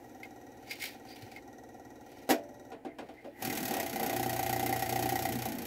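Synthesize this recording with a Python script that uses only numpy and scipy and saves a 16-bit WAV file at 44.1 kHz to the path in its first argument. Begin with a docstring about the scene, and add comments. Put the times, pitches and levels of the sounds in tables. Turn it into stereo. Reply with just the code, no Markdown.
"""A slipping loading gear in a disc deck, close by in a quiet room: noise bursts for contacts, damped modes for ringing.
While a plastic disc cartridge clicks and rubs in the hand, the motor whirs and the idling gear ticks once a turn.
Three quick contacts make one loud clack, then the cartridge bumps, squeaks and stutters into the slot.
The motor runs harder: a wheel with thirteen uneven teeth skips in a fast, limping rattle that rings
through the sheet-metal case, above a hum at multiples of the tooth rate."""
import sys
import numpy as np
from scipy import signal
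from scipy.fft import rfft, irfft, next_fast_len
from scipy.io import wavfile

SR = 44100
rng = np.random.default_rng(int(sys.argv[2]) if len(sys.argv) > 2 else 0)


def persist_wave(psi):
    """Save psi, clipped to +-1, as 16-bit WAV."""
    counts = np.round(np.clip(psi, -1, 1) * 32767).astype(np.int16)
    wavfile.write(sys.argv[1], SR, np.atleast_2d(counts).T)


N = 249606
TIME = np.arange(N) / SR
BAND_HZ = 25 * 2 ** (np.arange(39) / 4)  # quarter-octave centres

# Rotation of the idling gear. Each row: time in seconds, turns completed.
IDLE_TURNS = [(.0415, 0), (.5715, 10), (1.5825, 29), (2.2225, 41), (2.7025, 50)]
# Travel of the slipping wheel, fast at first, then slowed by the load to 30 teeth a second.
# Each row: time in seconds, teeth passed.
WHEEL_TRAVEL = [(3.4222, 0), (3.6792, 10), (3.7665, 13), (3.8948, 17), (3.9959, 20), (4.5943, 38),
                (5.6515, 70)]
# Modes of the sheet-metal case. 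Each row: frequency in Hz, relative level in dB, 60 dB decay time in seconds.
CASE_MODES = [(249.6, -13, 0.063), (259, -11, 0.17), (301.2, -10.5, 0.24), (353.7, -6, .13),
              (508.4, -15, 0.16), (670.5, -13, 0.35), (763.9, 3.5, 0.093), (791, -5.5, 0.057),
              (1924, -11, 0.045), (2048, -9.5, 0.034)]
# Spectra of the skipping teeth, the bumps and the whir. Each row: frequency in Hz, relative density in dB per Hz.
SKIP_COLOUR = [(200, 1), (500, -11), (800, -2.5), (1150, -3), (2000, 3), (3200, 0.5), (5300, 0),
               (6700, 1.5), (9100, -5), (11000, 1), (16000, 1)]
BUMP_COLOUR = [(150, -1.5), (300, 11.5), (700, 12.5), (1200, 0), (2600, -1.5), (4500, -11), (16000, -27.5)]
WHIR_COLOUR = [(30, -49), (70, -2.5), (120, -11.5), (165, -18), (240, 1), (340, 2), (420, -9.5), (520, 2),
               (600, -15.5), (760, 0.5), (1100, -25), (1900, -13), (8000, -54)]
# Narrow resonances of the plastic parts on a skip. 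Each row: frequency in Hz, width in Hz, boost in dB.
SKIP_PEAKS = [(11880, 470, 0.94)]


def from_db(db):
    """Amplitude gain is the exponential of level: 20 dB for each factor of ten."""
    return 10 ** (np.asarray(db) / 20)


def at_hz(points, hz):
    """Interpolate a table along logarithmic frequency, so that equal intervals count alike."""
    known_hz, values = np.transpose(points)
    return np.interp(np.log(hz), np.log(known_hz), values)


def clicks(times, heights):
    """Impulse excitation: a train of single-sample pushes."""
    samples = np.clip(np.round(times * SR).astype(int), 0, N - 1)
    return np.bincount(samples, heights, N)


def held(t, start, end, attack_db_per_s, release_db_per_s):
    """Exponential envelope: a gain that swells up to 1 at the start, holds, and dies after the end."""
    before_db = attack_db_per_s * np.maximum(start - t, 0)
    after_db = release_db_per_s * np.maximum(t - end, 0)
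    return from_db(-np.minimum(before_db + after_db, 120))


def strokes(t, rows):
    """Sliding friction in strokes: each swells and dies exponentially, and the strongest one prevails."""
    attack_db_per_s, release_db_per_s = 295, 235
    gains = [from_db(db) * held(t, start, end, attack_db_per_s, release_db_per_s) for start, end, db in rows]
    return np.max(gains, axis=0)


def noise_bands(ripple_db=4.0, ripple_hz=70):
    """Partial coherence: rms-1 stereo noise bands, most alike in the low mids and unrelated in the treble."""
    # Correlation of the channels. Each row: frequency in Hz, left-right likeness from 0 to 1.
    likeness = [(150, 0.6), (700, 0.8), (1250, 0), (4400, 0.08)]
    # Stereo balance. Each row: frequency in Hz, left over right in dB.
    balance = [(300, 0.8), (700, 0.2), (1500, 3.5), (5000, 0), (10000, 1.5)]
    size = next_fast_len(N)
    mid, side = rfft(rng.standard_normal((2, size)))
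    bin_hz = np.maximum(np.arange(len(mid)) * SR / size, 1)
    # the crowded high modes of the case leave steady ripples in the spectrum, other ones at each microphone
    ripple_points = rng.standard_normal((2, SR // 10))
    ripples = np.array([np.interp(bin_hz / ripple_hz, np.arange(len(r)), r) for r in ripple_points])
    crowd = from_db(ripple_db * ripples * (bin_hz > 1200))
    octaves = np.log2(bin_hz)
    bands = []
    for hz in BAND_HZ:
        inside = np.abs(octaves - np.log2(hz)) < 1 / 8
        alike = np.clip(at_hz(likeness, hz), -1, 1)
        common = np.sqrt(1 + alike) * mid[inside]
        opposed = np.sqrt(1 - alike) * side[inside] * [[1], [-1]]
        part = np.zeros((2, len(mid)), np.complex64)
        part[:, inside] = crowd[:, inside] * (common + opposed)
        band = irfft(part, size)[:, :N]
        channel_gains = from_db(at_hz(balance, hz) * np.array([[.5], [-.5]]))
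        bands.append(band * np.float32(channel_gains / band.std()))
    return np.array(bands)


def band_gains(colour):
    """Band power is density times bandwidth: the share of each band in a sound of power 1."""
    gains = from_db(at_hz(colour, BAND_HZ)) * np.sqrt(BAND_HZ)
    return np.float32(gains / np.linalg.norm(gains))


def hiss(bands, colour):
    """Powers of unrelated bands add: steady noise of a given colour, rms about 1."""
    return np.tensordot(band_gains(colour), bands, 1)


def snaps(bands, times, db, colour, damping, rise_cycles):
    """Statistical energy: contacts feed countless close modes, whose energy builds in cycles and dies by band."""
    # Dying of the dense high modes. Each row: frequency in Hz, 60 dB decay time in seconds at damping 1.
    decay = [(250, 0.17), (1000, 0.13), (14000, 0.081)]
    energy = clicks(times, from_db(db) ** 2) + 1e-18
    out = np.zeros((2, N), np.float32)
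    for band, hz, gain in zip(bands, BAND_HZ, band_gains(colour)):
        if hz > 90:
            fall = from_db(-120 * damping / (at_hz(decay, hz) * SR))  # 120, as this is energy
            rise = np.exp(-hz / (rise_cycles * SR))
            stored = signal.lfilter([1 - rise], [1, -fall - rise, fall * rise], energy)
            out += gain * band * np.sqrt(np.abs(np.float32(stored)))
    return out


def ring(modes, times, db, rise_s, tilt_db=0, scatter_s=0, uneven_db=0):
    """Modal superposition: blows ring damped modes, uneven in strength and timing; tilt is dB per octave."""
    out = np.zeros(N)
    rise = np.exp(-1 / (rise_s * SR))
    chance = rng.standard_normal((len(times), len(modes), 2))
    for k, (hz, mode_db, t60) in enumerate(modes):
        tilted_db = db + mode_db + tilt_db * np.log2(hz / 791)  # the tilt pivots on a mode of the case
        strength = from_db(tilted_db + uneven_db * chance[:, k, 0])
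        force = clicks(times + scatter_s * np.abs(chance[:, k, 1]), strength) + 1e-18
        r = from_db(-60 / (t60 * SR))
        w = 2 * np.pi * hz / SR
        # a faster-dying copy is taken away: the panel takes a moment to swing up
        for sign, pole in ((0.97, r), (-1.0, r * rise)):
            poles = [1, -2 * pole * np.cos(w), pole * pole]
            out += sign * signal.lfilter([0, pole * np.sin(w)], poles, force)
    return out


def resonate(x, peaks):
    """Resonant amplification: two-pole filters ring on top of a sound, longer the narrower they are."""
    out = x
    for hz, width, db in peaks:
        r = np.exp(-np.pi * width / SR)
        poles = [1, -2 * r * np.cos(2 * np.pi * hz / SR), r * r]
        out = out + from_db(db) * (1 - r * r) / 2 * signal.lfilter([1, 0, -1], poles, x)
    return out


def cracks(times, db, low_hz, spread_s, count=5):
    """Impulsive contact: its first crisp instant is a few bare, high-passed clicks in quick succession."""
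    delay, height = rng.random((len(times), 2, count)).transpose(1, 0, 2)
    click_s = times[:, None] + spread_s * delay
    heights = from_db(db)[:, None] * (2 * height - 1)
    train = clicks(click_s.ravel(), heights.ravel())
    high_pass = signal.butter(2, low_hz, "high", fs=SR, output="sos")
    return signal.sosfilt(high_pass, train + 1e-18)


def idle_tick_times():
    """Periodic excitation: one tick for each turn of the unloaded gear."""
    s, turns = np.transpose(IDLE_TURNS)
    return np.interp(np.arange(turns[-1] + 1), turns, s)


def skips():
    """Cyclic irregularity: each passing tooth gives one skip, with its own time, snap, ring and tilt."""
    # The thirteen uneven teeth, which come round again and again. Each row: lateness in seconds,
    # relative snap in dB, relative case ring in dB, relative ring tilt in dB per octave.
    teeth = [(0, -0.9, 4, -3), (.0004, 2.5, 1.5, 6), (-.0018, -2, 3.5, -4.5), (-.0009, 0.5, 4.5, 4),
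             (.0005, 0, 2.5, -0.8), (.0004, -0.9, -5, 6), (-0.0034, 0.5, 5, 2), (.0004, -2, 1, 4),
             (.0007, 0.5, 2, 1), (-.0007, -0.5, 2, -3.5), (0, 0.2, 5, 1), (0, -0.3, 3, -1.5),
             (.0005, 1.6, 2, -3)]
    s, passed = np.transpose(WHEEL_TRAVEL)
    number = np.arange(int(passed[-1]) + 1)
    late_s, snap_db, ring_db, tilt_db = np.array(teeth)[number % len(teeth)].T
    return np.interp(number, passed, s) + late_s, snap_db, ring_db, tilt_db


def effort(t):
    """Impact strength grows with load and speed: load level and extra loudness of faster teeth, in dB."""
    # How hard the teeth bite as the cartridge is pushed in and let go.
    # Each row: time in seconds, level in dB from full load.
    bite = [(3.42, -7), (3.65, -8.5), (3.71, -4.5), (3.82, -4.5), (3.89, -11), (3.99, -1), (4.2, -2.5),
            (4.35, -1), (5.26, -1), (5.36, -10), (5.45, -7), (5.54, -23), (5.66, -15.5)]
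    speed_db_per_octave = 4.5
    s, passed = np.transpose(WHEEL_TRAVEL)
    rates = np.diff(passed) / np.diff(s)
    rate = rates[np.searchsorted(s[1:-1], t)]
    return np.interp(t, *np.transpose(bite)), speed_db_per_octave * np.log2(rate / rates[-1])


def mains_hum():
    """Steady periodic forcing: the deck's transformer hums faintly all the time in pure tones."""
    # Tones of the transformer. Each row: frequency in Hz, rms level in dB.
    tones = [(60, -75), (120, -70.5)]
    return sum(from_db(db) * np.sqrt(2) * np.sin(2 * np.pi * hz * TIME) for hz, db in tones)


def drone():
    """Fourier series: the unloaded gear train sounds alike on every turn, as multiples of its rate, rms 1."""
    s, turns = np.transpose(IDLE_TURNS)
    rate = turns[-1] / (s[-1] - s[0])
    turned = rate * TIME + np.interp(TIME, s, turns - rate * s)
    hz = rate * np.arange(1, 56)
    phases = np.exp(2j * np.pi * rng.random(len(hz)))
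    turn = irfft(np.r_[0, from_db(at_hz(WHIR_COLOUR, hz)) * phases], 4096)
    return np.interp(turned, np.arange(len(turn)) / len(turn), turn / turn.std(), period=1)


def hum():
    """Harmonics of tooth passing: low multiples of the tooth rate follow the wheel's travel, rms about 1."""
    # Harmonics of the loaded drive. Each row: multiple of the tooth rate, relative level in dB.
    harmonics = [(2, -12.5), (3, -5.5), (4, -2)]
    passed = np.interp(TIME, *np.transpose(WHEEL_TRAVEL))
    turning = (TIME > WHEEL_TRAVEL[0][0]) & (TIME < WHEEL_TRAVEL[-1][0])
    tones = sum(from_db(db) * np.sqrt(2) * np.sin(2 * np.pi * multiple * passed) for multiple, db in harmonics)
    return turning * tones


def motor(bands):
    """Forced vibration: load raises whir and gear hiss, each tick or skip rocks the mounts, strain hums."""
    # Slow swings of the drive on its mounts.
    # Each row: frequency in Hz, relative level in dB, 60 dB decay time in seconds.
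    mount_modes = [(62, -11, .14), (86, -11, .12), (120, 0, .16)]
    # Low hum and throb under strain. Each row: time in seconds, relative level in dB.
    strain_curve = [(3.48, -6), (3.7, -12), (4.12, -11), (4.18, 0), (5.45, -0.5), (5.54, -17)]
    idle_whir_db, idle_throb_db, idle_hiss_db, drone_db = -56.5, -67.5, -68, -54.5
    whir_db, throb_db, hum_db = -44, -51, -48
    grind_db, grind_follows = -47.5, 0.39  # level at full load, share of the load's swing
    idle_fade_db_per_s, run_down_db_per_s, spin_up_db_per_s = 12, 150, 330

    ticks, skip_times = idle_tick_times(), skips()[0]
    load_db, speed_db = effort(TIME)
    # the drive takes up its load just before the first skip
    idle = held(TIME, 0, ticks[-1], 0, run_down_db_per_s)
    loaded = held(TIME, skip_times[0], TIME[-1], spin_up_db_per_s, 0)
    strain = loaded * from_db(np.interp(TIME, *np.transpose(strain_curve)))

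    whir = np.hypot(from_db(idle_whir_db), loaded * from_db(whir_db))
    idle_hiss = idle * from_db(idle_hiss_db - idle_fade_db_per_s * TIME)
    grind = loaded * from_db(grind_db + grind_follows * load_db + speed_db)
    throb = idle * from_db(idle_throb_db) + strain * from_db(throb_db)
    pushes = np.r_[ticks, skip_times]
    rocking = ring(mount_modes, pushes, 0, rise_s=0.014, scatter_s=0.00011, uneven_db=1.5)
    teeth = resonate(hiss(bands, SKIP_COLOUR), SKIP_PEAKS)
    tones = idle * from_db(drone_db) * drone() + strain * from_db(hum_db) * hum()
    noise = whir * hiss(bands, WHIR_COLOUR) + (idle_hiss + grind) * teeth
    return noise + throb * rocking / rocking.std() + tones


def idling_gear(bands):
    """Periodic impacts: light ticks over a sizzle of teeth, so even that the frame hums at their multiples."""
    # Spectrum of a tick. Each row: frequency in Hz, relative density in dB per Hz.
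    tick_colour = [(300, 5), (900, 14.5), (1150, -3), (2000, -14), (3200, -10.5), (7300, 2), (9300, -17),
                   (11500, -7.5), (16000, -4)]
    # Narrow resonances of the plastic parts. Each row: frequency in Hz, width in Hz, boost in dB.
    tick_peaks = [(3890, 190, 12), (5860, 260, 10), (8600, 69, 11), (11350, 200, 15.5)]
    # Modes of the gearbox frame. Each row: frequency in Hz, relative level in dB, 60 dB decay time in seconds.
    gearbox_modes = [(263.6, -7.5, 0.21), (306.7, -2, 0.31), (429, -11, 0.45), (520, 0.5, 0.072),
                     (732.7, 0, 0.16), (768.7, 8.5, 0.11), (1394, -3, 0.075), (1906, 3.5, 0.061)]
    times = idle_tick_times()
    uneven = .8 * rng.standard_normal(len(times))  # dB
    tick = snaps(bands, times, uneven - 57.5, tick_colour, damping=2.0, rise_cycles=1.5)
    sizzle = from_db(-69.0) * hiss(bands, tick_colour) * (TIME < times[-1])
    frame = ring(gearbox_modes, times, uneven / 2 - 51.0, rise_s=0.0059, scatter_s=0.00022, uneven_db=1.44)
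    return resonate(tick + sizzle, tick_peaks) + frame


def handling(bands, slips_per_s=350):
    """Stick-slip friction: the light shell clicks, rings and slides in tiny random slips, with one soft thud."""
    # Clicks of the cartridge shell.
    # Each row: time in seconds, relative snap level in dB, relative shell ring level in dB.
    hand_clicks = [(.2306, -49, -41), (.7097, -33.5, -32.5), (.821, -33.5, -48), (.837, -32, -41),
                   (.854, -35, -53), (1.2213, -46.5, -56), (1.315, -48.5, -50), (1.361, -49.5, -44.5)]
    # Rubbing on table, fingers and flap. Each row: start in seconds, end in seconds, relative level in dB.
    rubs = [(0.702, 0.74, -42.5), (0.813, 0.873, -37.5), (1.1, 1.158, -47), (1.21, 1.345, -57.5),
            (2.087, 2.29, -58), (3.042, 3.27, -65)]
    # Spectrum of the shell's contacts. Each row: frequency in Hz, relative density in dB per Hz.
    cartridge_colour = [(1200, -19), (2100, 5), (3000, -0.5), (4600, 1.5), (7500, -9.5), (12500, -5.5),
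                        (16000, -8)]
    # Modes of the shell. Each row: frequency in Hz, relative level in dB, 60 dB decay time in seconds.
    shell_modes = [(1610, -8, 0.037), (2116, 3.5, 0.054), (2287, -3.5, 0.05), (2520, -5, .04),
                   (3040, -5, 0.045), (4900, -9, 0.03)]
    click_s, click_db, ring_db = np.transpose(hand_clicks)
    slips = TIME[rng.random(N) < slips_per_s / SR]
    uneven_db = 3.5 * rng.standard_normal(len(slips))
    slip_db = 20 * np.log10(strokes(slips, rubs)) - 9.5 + uneven_db
    times = np.r_[click_s, slips]
    contact_db = np.r_[click_db, slip_db]
    shell = snaps(bands, times, contact_db, cartridge_colour, damping=1.37, rise_cycles=3.5)
    shell_ring_db = np.r_[ring_db, slip_db - 8]
    rings = ring(shell_modes, times, shell_ring_db, rise_s=0.00093, scatter_s=0.00079, uneven_db=5)
    thud = ring([(108, 1, 0.12)], np.array([1.225]), -32.0, rise_s=0.02)
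    crackle = cracks(times, contact_db + 9.5, low_hz=1800, spread_s=.004)
    return shell + crackle + rings + thud


def squeaks(width=0.042, edge_db_per_s=900):
    """Friction-driven resonance: random rubbing sets one narrow band singing roughly for a moment."""
    # Squeaks of the sliding cartridge, and a 564 Hz tone that lingers after the bump at 3.244 s. Each row:
    # start in seconds, end in seconds, frequency in Hz, level in dB.
    songs = [(0.715, 0.717, 4800, -40), (0.71, 0.722, 2230, -40), (0.822, 0.85, 2170, -43.5),
             (1.09, 1.137, 4730, -54.5), (2.875, 2.922, 2080, -57.5), (3.173, 3.203, 2050, -54),
             (3.258, 3.285, 564, -43), (3.36, 3.41, 1970, -53)]
    out = 0
    friction = rng.standard_normal((2, N))
    for start, end, hz, db in songs:
        band = signal.butter(1, [hz * (1 - width), hz * (1 + width)], "band", fs=SR, output="sos")
        song = signal.sosfilt(np.r_[band, band], friction)
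        gain = from_db(db) * held(TIME, start, end, edge_db_per_s, edge_db_per_s)
        out = out + gain * song / song.std()
    return out


def clack(bands):
    """Impact excitation: three quick contacts shake the whole deck, and the lid's lightly damped modes ring on."""
    # Contacts of the clack.
    # Each row: time in seconds, relative snap level in dB, relative case ring level in dB.
    contacts = [(2.2908, -26, -19), (2.2985, -21.5, -22.5), (2.306, -18.5, -18)]
    # Spectrum of a contact. Each row: frequency in Hz, relative density in dB per Hz.
    clack_colour = [(150, -27), (280, 17), (700, 16.5), (1100, 1.5), (1900, 7), (3000, 0.5), (6500, -0.5),
                    (9500, -8.5), (12000, -3.5)]
    # Slowest dying modes of the lid.
    # Each row: frequency in Hz, relative level in dB, 60 dB decay time in seconds.
    lid_modes = [(302, 4, .3), (432, -4, .6), (584, -2, .95)]
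    times, snap_db, ring_db = np.transpose(contacts)
    snap = snaps(bands, times, snap_db - 1.0, clack_colour, damping=0.78, rise_cycles=0.42)
    bright_snap = resonate(snap, [(11480, 180, 12)])
    case = ring(CASE_MODES, times, ring_db - 6.5, rise_s=0.0055, tilt_db=-4.5)
    lid = ring(lid_modes, times[-1:], -38.0, rise_s=0.0023)
    return bright_snap + case + lid


def slot_bumps(bands):
    """Soft impacts excite mainly low modes: the cartridge knocks dully against the slot's flap and guides."""
    # Bumps in the slot. Each row: time in seconds, relative snap level in dB, relative case ring level in dB.
    bumps = [(2.7175, -41.5, -41), (2.8482, -41, -30.5), (2.985, -36, -36.5), (3.0869, -46.5, -38),
             (3.244, -46, -38)]
    times, snap_db, ring_db = np.transpose(bumps)
    snap = snaps(bands, times, snap_db + 0.5, BUMP_COLOUR, damping=0.71, rise_cycles=5.3)
    return snap + ring(CASE_MODES, times, ring_db - 3.0, rise_s=0.0088, tilt_db=-6.0)


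def skipping_gear(bands, uneven_db=0.73):
    """Repeated impacts: each tooth that jumps under load snaps, pings the pawl and knocks the case."""
    # Modes of the pawl that rides over the teeth.
    # Each row: frequency in Hz, relative level in dB, 60 dB decay time in seconds.
    pawl_modes = [(1397, -6, 0.055), (1548, -8.5, 0.066), (1915, 1, 0.049), (2045, 0, 0.059),
                  (2190, -8, .05), (2440, -5, 0.053), (2910, -1, 0.054), (3900, -3, .035)]
    # Teeth that catch unusually hard. Each row: time in seconds, extra pawl level in dB.
    catches = [(3.503, 7), (3.932, 10), (4.398, 6), (5.158, 7)]
    # base level in dB at full load, and share of the load's swing
    base_snap_db, snap_follows = -30.5, 0.4
    base_ring_db, ring_follows = -29, 1.33
    # the pawl rings mainly on the sharpest snaps: base level in dB, dB for each dB of snap
    base_pawl_db, pawl_follows = -39.5, 1.9

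    times, tooth_snap_db, tooth_ring_db, tooth_tilt_db = skips()
    load_db, speed_db = effort(times)
    chance_db = uneven_db * rng.standard_normal(len(times))
    sharpness_db = snap_follows * load_db + tooth_snap_db + chance_db
    snap_db = base_snap_db + sharpness_db + speed_db
    ring_db = base_ring_db + ring_follows * load_db + tooth_ring_db
    catch_db = sum(db * (np.abs(times - s) < .012) for s, db in catches)
    pawl_db = base_pawl_db + catch_db + pawl_follows * sharpness_db

    snap = snaps(bands, times, snap_db, SKIP_COLOUR, damping=1.19, rise_cycles=3.9)
    bright_snap = resonate(snap, SKIP_PEAKS)
    knock = ring(CASE_MODES, times, ring_db, tilt_db=2.5 + tooth_tilt_db, scatter_s=0.00022,
                 uneven_db=0.92, rise_s=0.0019)
    pawl = ring(pawl_modes, times, pawl_db, rise_s=0.0022, scatter_s=0.001003, uneven_db=2.0)
    crack = cracks(times, snap_db + 6, low_hz=2500, spread_s=.005)
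    sides = from_db(0.69 * np.array([[-.5], [.5]]))  # the knock is a little louder on the right
    return bright_snap + crack + pawl + knock * sides


def slot_drag(bands, slips_per_s=130):
    """Stick-slip along the guides: the cartridge stutters in deep modes, scrapes and jolts the loader."""
    # Stutters, then scraping shoves. Each row: start in seconds, end in seconds, relative level in dB.
    drags = [(3.45, 3.6, -38.5), (3.613, 3.692, -34), (3.95, 4.02, -38), (5.26, 5.39, -35.5),
             (5.487, 5.616, -39.5)]
    shoves = [(3.718, 3.809, -39), (4.01, 4.12, -40.5)]
    # Jolts against the moving loader. Each row: time in seconds, relative case ring level in dB.
    jolts = [(3.708, -29), (4.0951, -33), (5.4557, -26)]
    # Modes of the loader's carriage.
    # Each row: frequency in Hz, relative level in dB, 60 dB decay time in seconds.
    carriage_modes = [(233.4, -1, 0.072)]
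    slips = TIME[rng.random(N) < slips_per_s / SR]
    deep_modes = carriage_modes + [mode for mode in CASE_MODES if mode[0] < 330]
    stutter = ring(deep_modes, slips, 20 * np.log10(strokes(slips, drags)), rise_s=0.0018)
    scrape = strokes(TIME, shoves) * hiss(bands, BUMP_COLOUR)
    jolt_s, jolt_db = np.transpose(jolts)
    return stutter + scrape + ring(CASE_MODES, jolt_s, jolt_db, rise_s=.0022, tilt_db=1.5)


def room(x, wall_hz, apart_hz):
    """Diffuse reverberation: a short decaying tail dulled by the walls; both microphones hear long waves alike."""
    t60_s = 0.099
    t = TIME[:SR // 2]
    mid, side = rng.standard_normal((2, len(t))) * from_db(-60 * t / t60_s) * (t > .006)
    side = signal.sosfilt(signal.butter(2, apart_hz, "high", fs=SR, output="sos"), side)
    tail = np.array([mid + side, mid - side]) / np.hypot(np.linalg.norm(mid), np.linalg.norm(side))
    dull = np.exp(-2 * np.pi * wall_hz / SR)
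    dulled_tail = signal.lfilter([1 - dull], [1, -dull], tail)
    return signal.fftconvolve(x, dulled_tail, axes=1)[:, :N]


def scene():
    """Linear superposition: deck and cartridge, their echo in the room, and the room's own hush."""
    # Spectrum of the quiet room. Each row: frequency in Hz, relative density in dB per Hz.
    room_colour = [(25, 40), (110, 3), (600, -15), (1200, -39), (4000, -18), (16000, -55)]
    bands, other_bands = noise_bands(), noise_bands()
    deck = idling_gear(bands) + skipping_gear(bands) + motor(other_bands) + clack(other_bands) + mains_hum()
    # noise run backwards is unrelated to the same noise run forwards
    drag = slot_drag(bands[:, ::-1, ::-1])
    left, right = deck + slot_bumps(bands) + drag + handling(other_bands) + squeaks()
    # the sound reaches the left microphone six samples later
    direct = np.array([np.r_[np.zeros(6), left[:-6]], right])
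    hush = from_db(-72) * hiss(bands[..., ::-1], room_colour)
    mic_hiss = from_db(-73.5) * rng.standard_normal((2, N))
    return direct + from_db(-7.0) * room(direct, wall_hz=3900, apart_hz=790) + hush + mic_hiss


def record(dry):
    """Band limitation: the microphones drop the deepest bass, and the top is cut steeply."""
    thin = signal.sosfilt(signal.butter(2, 42, "high", fs=SR, output="sos"), dry)
    return signal.sosfilt(signal.ellip(12, .1, 80, 15650, fs=SR, output="sos"), thin)


dry = scene()
out = record(dry)
persist_wave(out)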